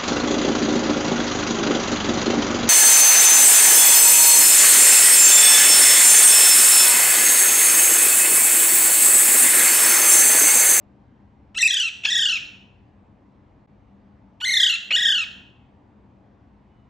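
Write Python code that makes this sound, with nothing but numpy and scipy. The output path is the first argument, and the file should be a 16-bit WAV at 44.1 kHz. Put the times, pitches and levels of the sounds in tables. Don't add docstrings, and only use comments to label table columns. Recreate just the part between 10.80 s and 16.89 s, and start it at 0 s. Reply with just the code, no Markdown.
import sys
import numpy as np
from scipy import signal
from scipy.fft import rfft, irfft
from scipy.io import wavfile
from scipy.ndimage import uniform_filter1d

SR = 44100
rng = np.random.default_rng(int(sys.argv[2]) if len(sys.argv) > 2 else 0)


def digitize_waveform(pressure):
    field = np.atleast_2d(pressure).T
    bounded = np.clip(field, -1, 1)
    quanta = np.round(bounded * 32767).astype(np.int16)
    wavfile.write(sys.argv[1], SR, quanta)


def ratio(d):
    e = np.asarray(d, float) / 20
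    return 10 ** e


N = 268569

# (t/s, length/s)
LEAP = (.827, .0485)


def evened(x):
    return x / np.sqrt(np.mean(x ** 2) + 1e-20)


def read(points, hz):
    f, value = np.transpose(points)
    return np.interp(np.log(hz + 1), np.log(f + 1), value)


def add(mix, s, sound):
    part = mix[round(s * SR):][:len(sound)]
    part += sound[:len(part)]


def causal(points, modes=(), size=4096):
    hz = np.fft.rfftfreq(size, 1 / SR)
    bumps = sum(db * np.exp(-(2 * (hz - f) / w) ** 2 / 2) for f, w, db in modes)
    half = np.log(ratio(read(points, hz) + bumps))
    full = np.concatenate([half, half[-2:0:-1]])
    return np.fft.ifft(np.exp(np.conj(signal.hilbert(full)))).real[:size // 2]


def ports(x, lead, tilt):
    hz = np.fft.rfftfreq(x.shape[-1], 1 / SR)
    half = ratio(read(tilt, hz) / 2) * np.exp(.5j * read(lead, hz))
    return irfft(rfft(x) * np.array([half, 1 / half]), x.shape[-1])


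def squawk(rows, efforts_db, creak, creak_voice, colour, quavers, depths, beak):
    # (f/Hz, level/dB)
    throat = [(300, -37), (800, -22), (1300, -14), (2000, -5), (2350, 5), (2650, 9), (3200, 3.5),
              (4000, -3.5), (4500, -14), (5000, -17.5), (7000, -19.5), (9000, -28.5), (12000, -45),
              (16000, -50)]
    floor_notch = (3880, 170, -5.5)
    quaver_ms, recovery_lag = 7.4, .33
    t, hz, effort_db, rough, first_db, bright_db = controls(rows, efforts_db, creak, creak_voice, colour[:3])

    at, drop = quaver_train(quavers, depths, t[-1])
    away = (t - at) / (quaver_ms / 1000)
    slack = np.exp(-(away - recovery_lag * np.maximum(away, 0)) ** 2)
    swell_db = ((-5.5 + colour[3] * drop) * slack).sum(0)
    rough = np.clip(rough, 0, 1)
    jitter = evened(uniform_filter1d(rng.standard_normal(SR), size=60))[:len(t)]
    hz = hz * (1 - (drop * slack).sum(0)) * (1 + 0.18 * rough * jitter)
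    turns = np.cumsum(hz) / SR

    k = np.arange(1, 31)[:, None]
    heights = ratio(bright_db * np.log2(k * hz / 3000) + np.where(k == 1, first_db, swell_db))
    heights = heights * np.clip((17000 - k * hz) / 3000, 0, 1)
    flicker = uniform_filter1d(rng.standard_normal((30, SR // 2)), size=180)
    flicker = uniform_filter1d(flicker, size=120)[:, :len(t)]
    heights = heights * ratio(np.minimum(1.8 * (k - 1), 6.5) * evened(flicker))
    beats = (heights * np.cos(2 * np.pi * k * turns)).sum(0) * np.sqrt(hz / 1800)

    puffs = (0.24 + np.exp(-(turns % 1) / 0.1)) * rng.standard_normal(SR)[:len(t)]
    drive = (1 - rough) * beats + 3 * rough ** 2 * puffs
    drive = drive * ratio(effort_db) * np.minimum((t - t[0]) / .005, 1)
    drive = drive * signal.windows.tukey(len(t), .006)
    return t[0], signal.oaconvolve(drive, causal(throat, beak + [floor_notch]))


def controls(rows, db, creak, creak_voice, colour):
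    # (f/Hz, effort level/dB, brightness dB per octave, first harmonic level/dB)
    high_voice = (2680, -19.5, 5, 2)
    snap_s = .0015
    release_s, outset_s, opening_s = .011, .022, .0055
    clear_rough, end_rough = .035, .2
    wilt_db, dulling_db = -9, -3
    s, hz = np.transpose(rows)
    start, opening, from_hz, to_hz, creak_rough = creak
    murmur_db, open_db, creak_bright_db = creak_voice
    first_db, outset_db, bright_db = colour

    t = np.arange(start, s[-1] + release_s, 1 / SR)
    when = np.r_[start, s[0] - snap_s, s, s[-1] + release_s]
    hz = np.interp(t, when, np.r_[from_hz, to_hz, hz, 0.71 * hz[-1]])
    db = np.interp(t, when, np.r_[open_db, open_db, db, db[-1] - 12])
    db = db + (murmur_db - open_db) * np.clip((opening - t) / opening_s, 0, 1)

    spent = np.clip((t - s[0]) / (s[-1] - s[0]), 0, 1)
    creaking = np.clip((s[0] - t) / snap_s, 0, 1)
    rough = clear_rough + creaking * (creak_rough - clear_rough)
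    rough = rough + end_rough * np.maximum(t - s[-1], 0) / release_s
    bright_db = bright_db + dulling_db * spent ** 2
    bright_db = bright_db + creaking * (creak_bright_db - bright_db)
    first_db = first_db + outset_db * np.exp(-(np.maximum(t - s[0], 0) / outset_s) ** 2)
    first_db = first_db + wilt_db * spent ** 4

    at, length = LEAP
    leapt = np.clip(np.minimum(t - at, at + length - t) / snap_s + 1, 0, 1)
    voice = (hz, db, bright_db, first_db)
    hz, db, bright_db, first_db = (low + leapt * (top - low) for low, top in zip(voice, high_voice))
    return t, hz, db, rough, first_db, bright_db


def quaver_train(times, depths, end):
    first, period_ms, quicken_ms = times
    first_drop, deepest, deepest_s = depths
    k = np.arange(10)[:, None]
    at = first + (period_ms * k - quicken_ms * k ** 2 / 2) / 1000
    drop = np.interp(at, [first, deepest_s], [first_drop, deepest])
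    drop = drop * np.clip(1 - (np.maximum(at - deepest_s, 0) / (end - deepest_s)) ** 2, 0, 1)
    in_leap = (at > LEAP[0]) & (at < sum(LEAP) + .005)
    drop = drop * np.where(in_leap, .75, 1)
    return at, drop


def pops():
    # (t/s, level/dB, length/ms)
    pop_events = [
        (.7453, -37.5, .5),
        (1.2476, -31.5, 1.2),
        (3.6445, -24, 0.22),
        (4.1135, -18.5, 0.81),
        (4.1153, -24.5, 0.57),
    ]
    out = np.zeros(N)
    for s, db, ms in pop_events:
        u = np.arange(400) / (SR * ms / 4000)
        add(out, s, ratio(db) * u * (2 - u) * np.exp(-u))
    return out


def room(x):
    # (delay/ms, level/dB)
    echoes = [(.6, -18.5), (1.7, -19.5), (3.1, -12.5), (5.3, -14.5), (8.7, -12.5), (13.1, -22.5),
              (17.5, -19), (23, -14)]
    # (f/Hz, time/s)
    ring_times = [(1000, 0.67), (2640, 0.65), (6960, 0.47)]
    # (f/Hz, level/dB)
    echo_colour = [(1000, 3.5), (2000, 2), (2700, -1.5), (4000, 0.5), (7000, 1), (12000, -10)]
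    # (f/Hz, likeness 0-1)
    ring_same = [(1000, 0.95), (2500, 0.28), (4200, 1), (4600, 1), (7000, 1), (8000, 0.98), (15000, 0.63)]
    early = np.zeros(SR // 20)
    for ms, db in echoes:
        early[round(ms * SR / 1000)] = ratio(db)
    early = signal.oaconvolve(early, causal(echo_colour))

    taps = np.zeros((2, SR))
    at = np.arange(700, SR - 20, 20) + rng.integers(0, 20, (2, (SR - 701) // 20))
    np.put_along_axis(taps, at, rng.choice([-1., 1.], at.shape), 1)
    hz, t, z = signal.stft(taps, SR, nperseg=256)
    same = np.clip(read(ring_same, hz), 0, 1)[:, None]
    z = np.array([np.sqrt(1 + same) * z[0] + side * np.sqrt(1 - same) * z[1] for side in (1, -1)])
    tail = signal.istft(z * ratio(-60 * t / read(ring_times, hz)[:, None]), SR, nperseg=256)[1]
    tail = signal.oaconvolve(tail / np.linalg.norm(tail[0]), causal(echo_colour)[None], axes=1)
    ringing = signal.fftconvolve(x[None], tail, axes=1)[:, :N]
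    return signal.oaconvolve(x, early)[:N] + ratio(-8) * ringing


def hum():
    # (f/Hz, level/dB per Hz)
    rumble = [(18, -52), (30, -32.5), (45, -24.5), (65, -0.5), (128, -1.5), (160, -18), (230, -5.5),
              (445, -14.5), (900, -15), (1350, -26), (2000, -29), (3600, -39.5), (8000, -55), (11000, -80)]
    # (f/Hz, likeness)
    hum_same = [(60, 0.97), (130, 0.93), (290, 0.84), (640, 0.55), (1410, 0.4), (3100, 0.89), (6820, 0.62),
                (15000, 0.34)]
    # (f/Hz, left minus right level/dB)
    hum_tilt = [(60, 2.5), (180, 3), (550, 1.0), (1650, -1.5), (4970, 1.5), (15000, -3)]
    # (f/Hz, lead of the left port/radians)
    hum_lead = [(300, 0), (1400, .5), (2100, 0), (7000, 0)]
    # (f/Hz, width/Hz, level/dB)
    motor = [(57.4, 14, -69.5), (136.08, 22, -69), (199.63, 21, -59), (261, 19, -67.5), (294, 11, -69.5)]
    # (t/s, length/s)
    ducks = [
        (.82, 0.36),
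        (3.72, .38),
    ]
    duck_db, duck_fade_s = -4.5, .09
    frames, hz = N // 512 + 5, np.fft.rfftfreq(2048, 1 / SR)
    a, b, c, d, patches = rng.standard_normal((frames, 1025, 5)).T
    patches = uniform_filter1d(patches, size=16, axis=0)
    patches = evened(uniform_filter1d(patches, size=8, axis=1))
    same = np.clip(read(hum_same, hz), -1, 1)[:, None]
    left = a + 1j * b
    z = np.array([left, same * left + np.sqrt(1 - same ** 2) * (c + 1j * d)])
    z = z * ratio(read(rumble, hz)[:, None] + 1.2 * patches)
    wash = signal.istft(z, nperseg=2048, noverlap=1536)[1][:, :N]

    t, tones = np.arange(N) / SR, 0
    for tone_hz, width_hz, db in motor:
        r = np.exp(-1.5 * np.pi * width_hz / SR)
        noise = rng.standard_normal(N) + 1j * rng.standard_normal(N)
        waver = signal.lfilter([1], [1, -2 * r, r * r], noise)
        tones = tones + ratio(db) * evened((waver * np.exp(2j * np.pi * tone_hz * t)).real)

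    pressed = sum(np.clip(np.minimum(t - s, s + length - t) / duck_fade_s, 0, 1) for s, length in ducks)
    return ports(ratio(duck_db * pressed) * (ratio(-55) * evened(wash) + tones), hum_lead, hum_tilt)


def whistles():
    # (t/s, length/s, f/Hz, level/dB)
    far_tones = [
        (.23, .13, 2080, -86),
        (.3, .2, 1560, -87),
        (.28, .3, 3150, -90),
        (5.88, .19, 2960, -81),
    ]
    out = np.zeros(N)
    for s, length, hz, db in far_tones:
        t = np.arange(0, length, 1 / SR)
        tone = np.sqrt(2) * np.sin(2 * np.pi * hz * t)
        add(out, s, ratio(db) * tone * signal.windows.tukey(len(t), .4))
    return out


def scene():
    # (t/s, pitch between quavers f/Hz)
    voices = [
        [(.754, 1290), (.778, 1350), (.79, 2040), (.826, 2110), (.895, 2080), (.957, 1900), (1.02, 1595),
         (1.05, 1410), (1.084, 1310)],
        [(1.2595, 1290), (1.269, 1670), (1.31, 1980), (1.378, 1925), (1.446, 1790), (1.51, 1555), (1.54, 1400),
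         (1.57, 1285)],
        [(3.618, 1440), (3.642, 1515), (3.656, 2080), (3.69, 2190), (3.755, 2140), (3.852, 1945), (3.885, 1715),
         (3.915, 1490), (3.953, 1365)],
        [(4.125, 1350), (4.142, 1560), (4.172, 1920), (4.21, 1965), (4.276, 1875), (4.34, 1710), (4.37, 1575),
         (4.405, 1410), (4.437, 1270)],
    ]
    efforts = [
        [-44, -23, -21, -15.5, -22.5, -23, -24.5, -25.5, -26],
        [-26, -26.5, -20, -18.5, -22, -23, -25, -28],
        [-34, -25.5, -19, -17, -16.5, -19.5, -22, -24, -24],
        [-23, -21, -17.5, -20.5, -16, -20.5, -22.5, -23.5, -27],
    ]
    # (t/s, murmur breaks open t/s, from f/Hz, to f/Hz, roughness 0-1)
    creaks = [(.7445, .75, 380, 533, .3), (1.2345, 1.252, 620, 916, .07), (3.601, 3.612, 714, 1050, .15),
              (4.105, 4.114, 463, 800, .4)]
    # (murmur level/dB, open level/dB, brightness dB per octave)
    creak_voices = [(-34, -36, -2.5), (-34, -20, -0.94), (-39, -34, 0), (-22, -21, -6)]
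    # (first harmonic level/dB, extra at the outset level/dB,
    # brightness dB per octave, quaver swell dB per unit of pitch drop)
    colours = [(-1, 4.5, 1.5, 51.5), (-1.5, 4, -0.4, 40.5), (2, 12, 2, 55), (2.5, -20.5, 0.2, 42.5)]
    # (first t/s, period/ms, quickening/ms per quaver)
    trains = [(.813, 31.8, 0), (1.291, 34.2, .15), (3.677, 31.9, 0), (4.1515, 37, 1)]
    # (first pitch drop as a share, deepest drop, deepest at t/s)
    quaver_depths = [(.13, .195, .91), (.125, .18, 1.44), (.095, .215, 3.81), (.16, .15, 4.33)]
    # (f/Hz, width/Hz, level/dB)
    beaks = [
        [(2400, 300, -4), (5335, 400, -13.5), (5617, 740, 16.5), (7820, 1000, 10), (10750, 710, 9)],
        [(2270, 230, 3.5), (5060, 85, -7.5), (5800, 1600, 9), (7540, 860, 6), (9400, 400, 9.5)],
        [(2510, 660, -2.5), (4970, 490, 0.5), (6700, 460, 6.5), (7380, 270, 7), (11160, 1000, 12.5)],
        [(2550, 270, -2), (4750, 300, -1), (5360, 230, 6.5), (7430, 740, 1.5), (12100, 880, 3.5)],
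    ]
    turned_db = [-3.5, -2.5, -2.5, -4.5]
    # (f/Hz, lead of the left port/radians)
    port_lead = [(800, 0), (1400, 1), (2300, .1), (3100, .4), (4600, 0), (7050, 0), (8790, -3),
                 (9150, -3.2), (11200, -6.3), (12230, -7.7), (12600, -9), (13600, -9.4), (14900, -12.5),
                 (16000, -12.6)]
    # (f/Hz, left minus right level/dB)
    port_tilt = [(60, 1.5), (110, 5.5), (200, -2.5), (380, 0.5), (700, 3.5), (1290, 3), (2380, -0.5),
                 (4400, 0.5), (8120, 1.5), (15000, -1)]
    direct, aside = pops(), pops()
    calls = zip(voices, efforts, creaks, creak_voices, colours, trains, quaver_depths, beaks, turned_db)
    for *call, db in calls:
        s, sound = squawk(*call)
        add(direct, s, sound)
        add(aside, s, ratio(db) * sound)
    return ports(direct + room(aside), port_lead, port_tilt) + hum() + whistles()


def masking(x):
    # (from f/Hz, to f/Hz, buried under level/dB, cut level/dB)
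    haze_bands = [(1150, 5600, 29.5, -6.5), (13000, 17000, 50, -18.5)]
    soft_db = 5.5
    hz, _, z = signal.stft(x, SR, nperseg=1024, noverlap=768)
    power = uniform_filter1d((abs(z) ** 2).mean(0), size=5, axis=0)
    power = uniform_filter1d(power, size=3, axis=1)
    level_db = 10 * np.log10(abs(power) + 1e-20)
    under_db = level_db[hz > haze_bands[0][0]].max(0) - level_db
    cut_db = 0
    for lo_hz, hi_hz, buried_db, db in haze_bands:
        inside = ((hz > lo_hz) & (hz < hi_hz))[:, None]
        cut_db = cut_db + db * np.clip((under_db - buried_db) / soft_db, 0, 1) * inside
    return signal.istft(z * ratio(cut_db), SR, nperseg=1024, noverlap=768)[1][:, :N]


def low_pass(x):
    return signal.sosfilt(signal.butter(12, 16140, fs=SR, output="sos"), x)


def record(dry):
    # (t/s, half width/s)
    silence = (2.868, .008)
    fade = np.clip(abs(np.arange(N) / SR - silence[0]) / silence[1] - .3, 0, 1)
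    return low_pass(masking(dry) * fade)


dry = scene()
out = record(dry)
digitize_waveform(out)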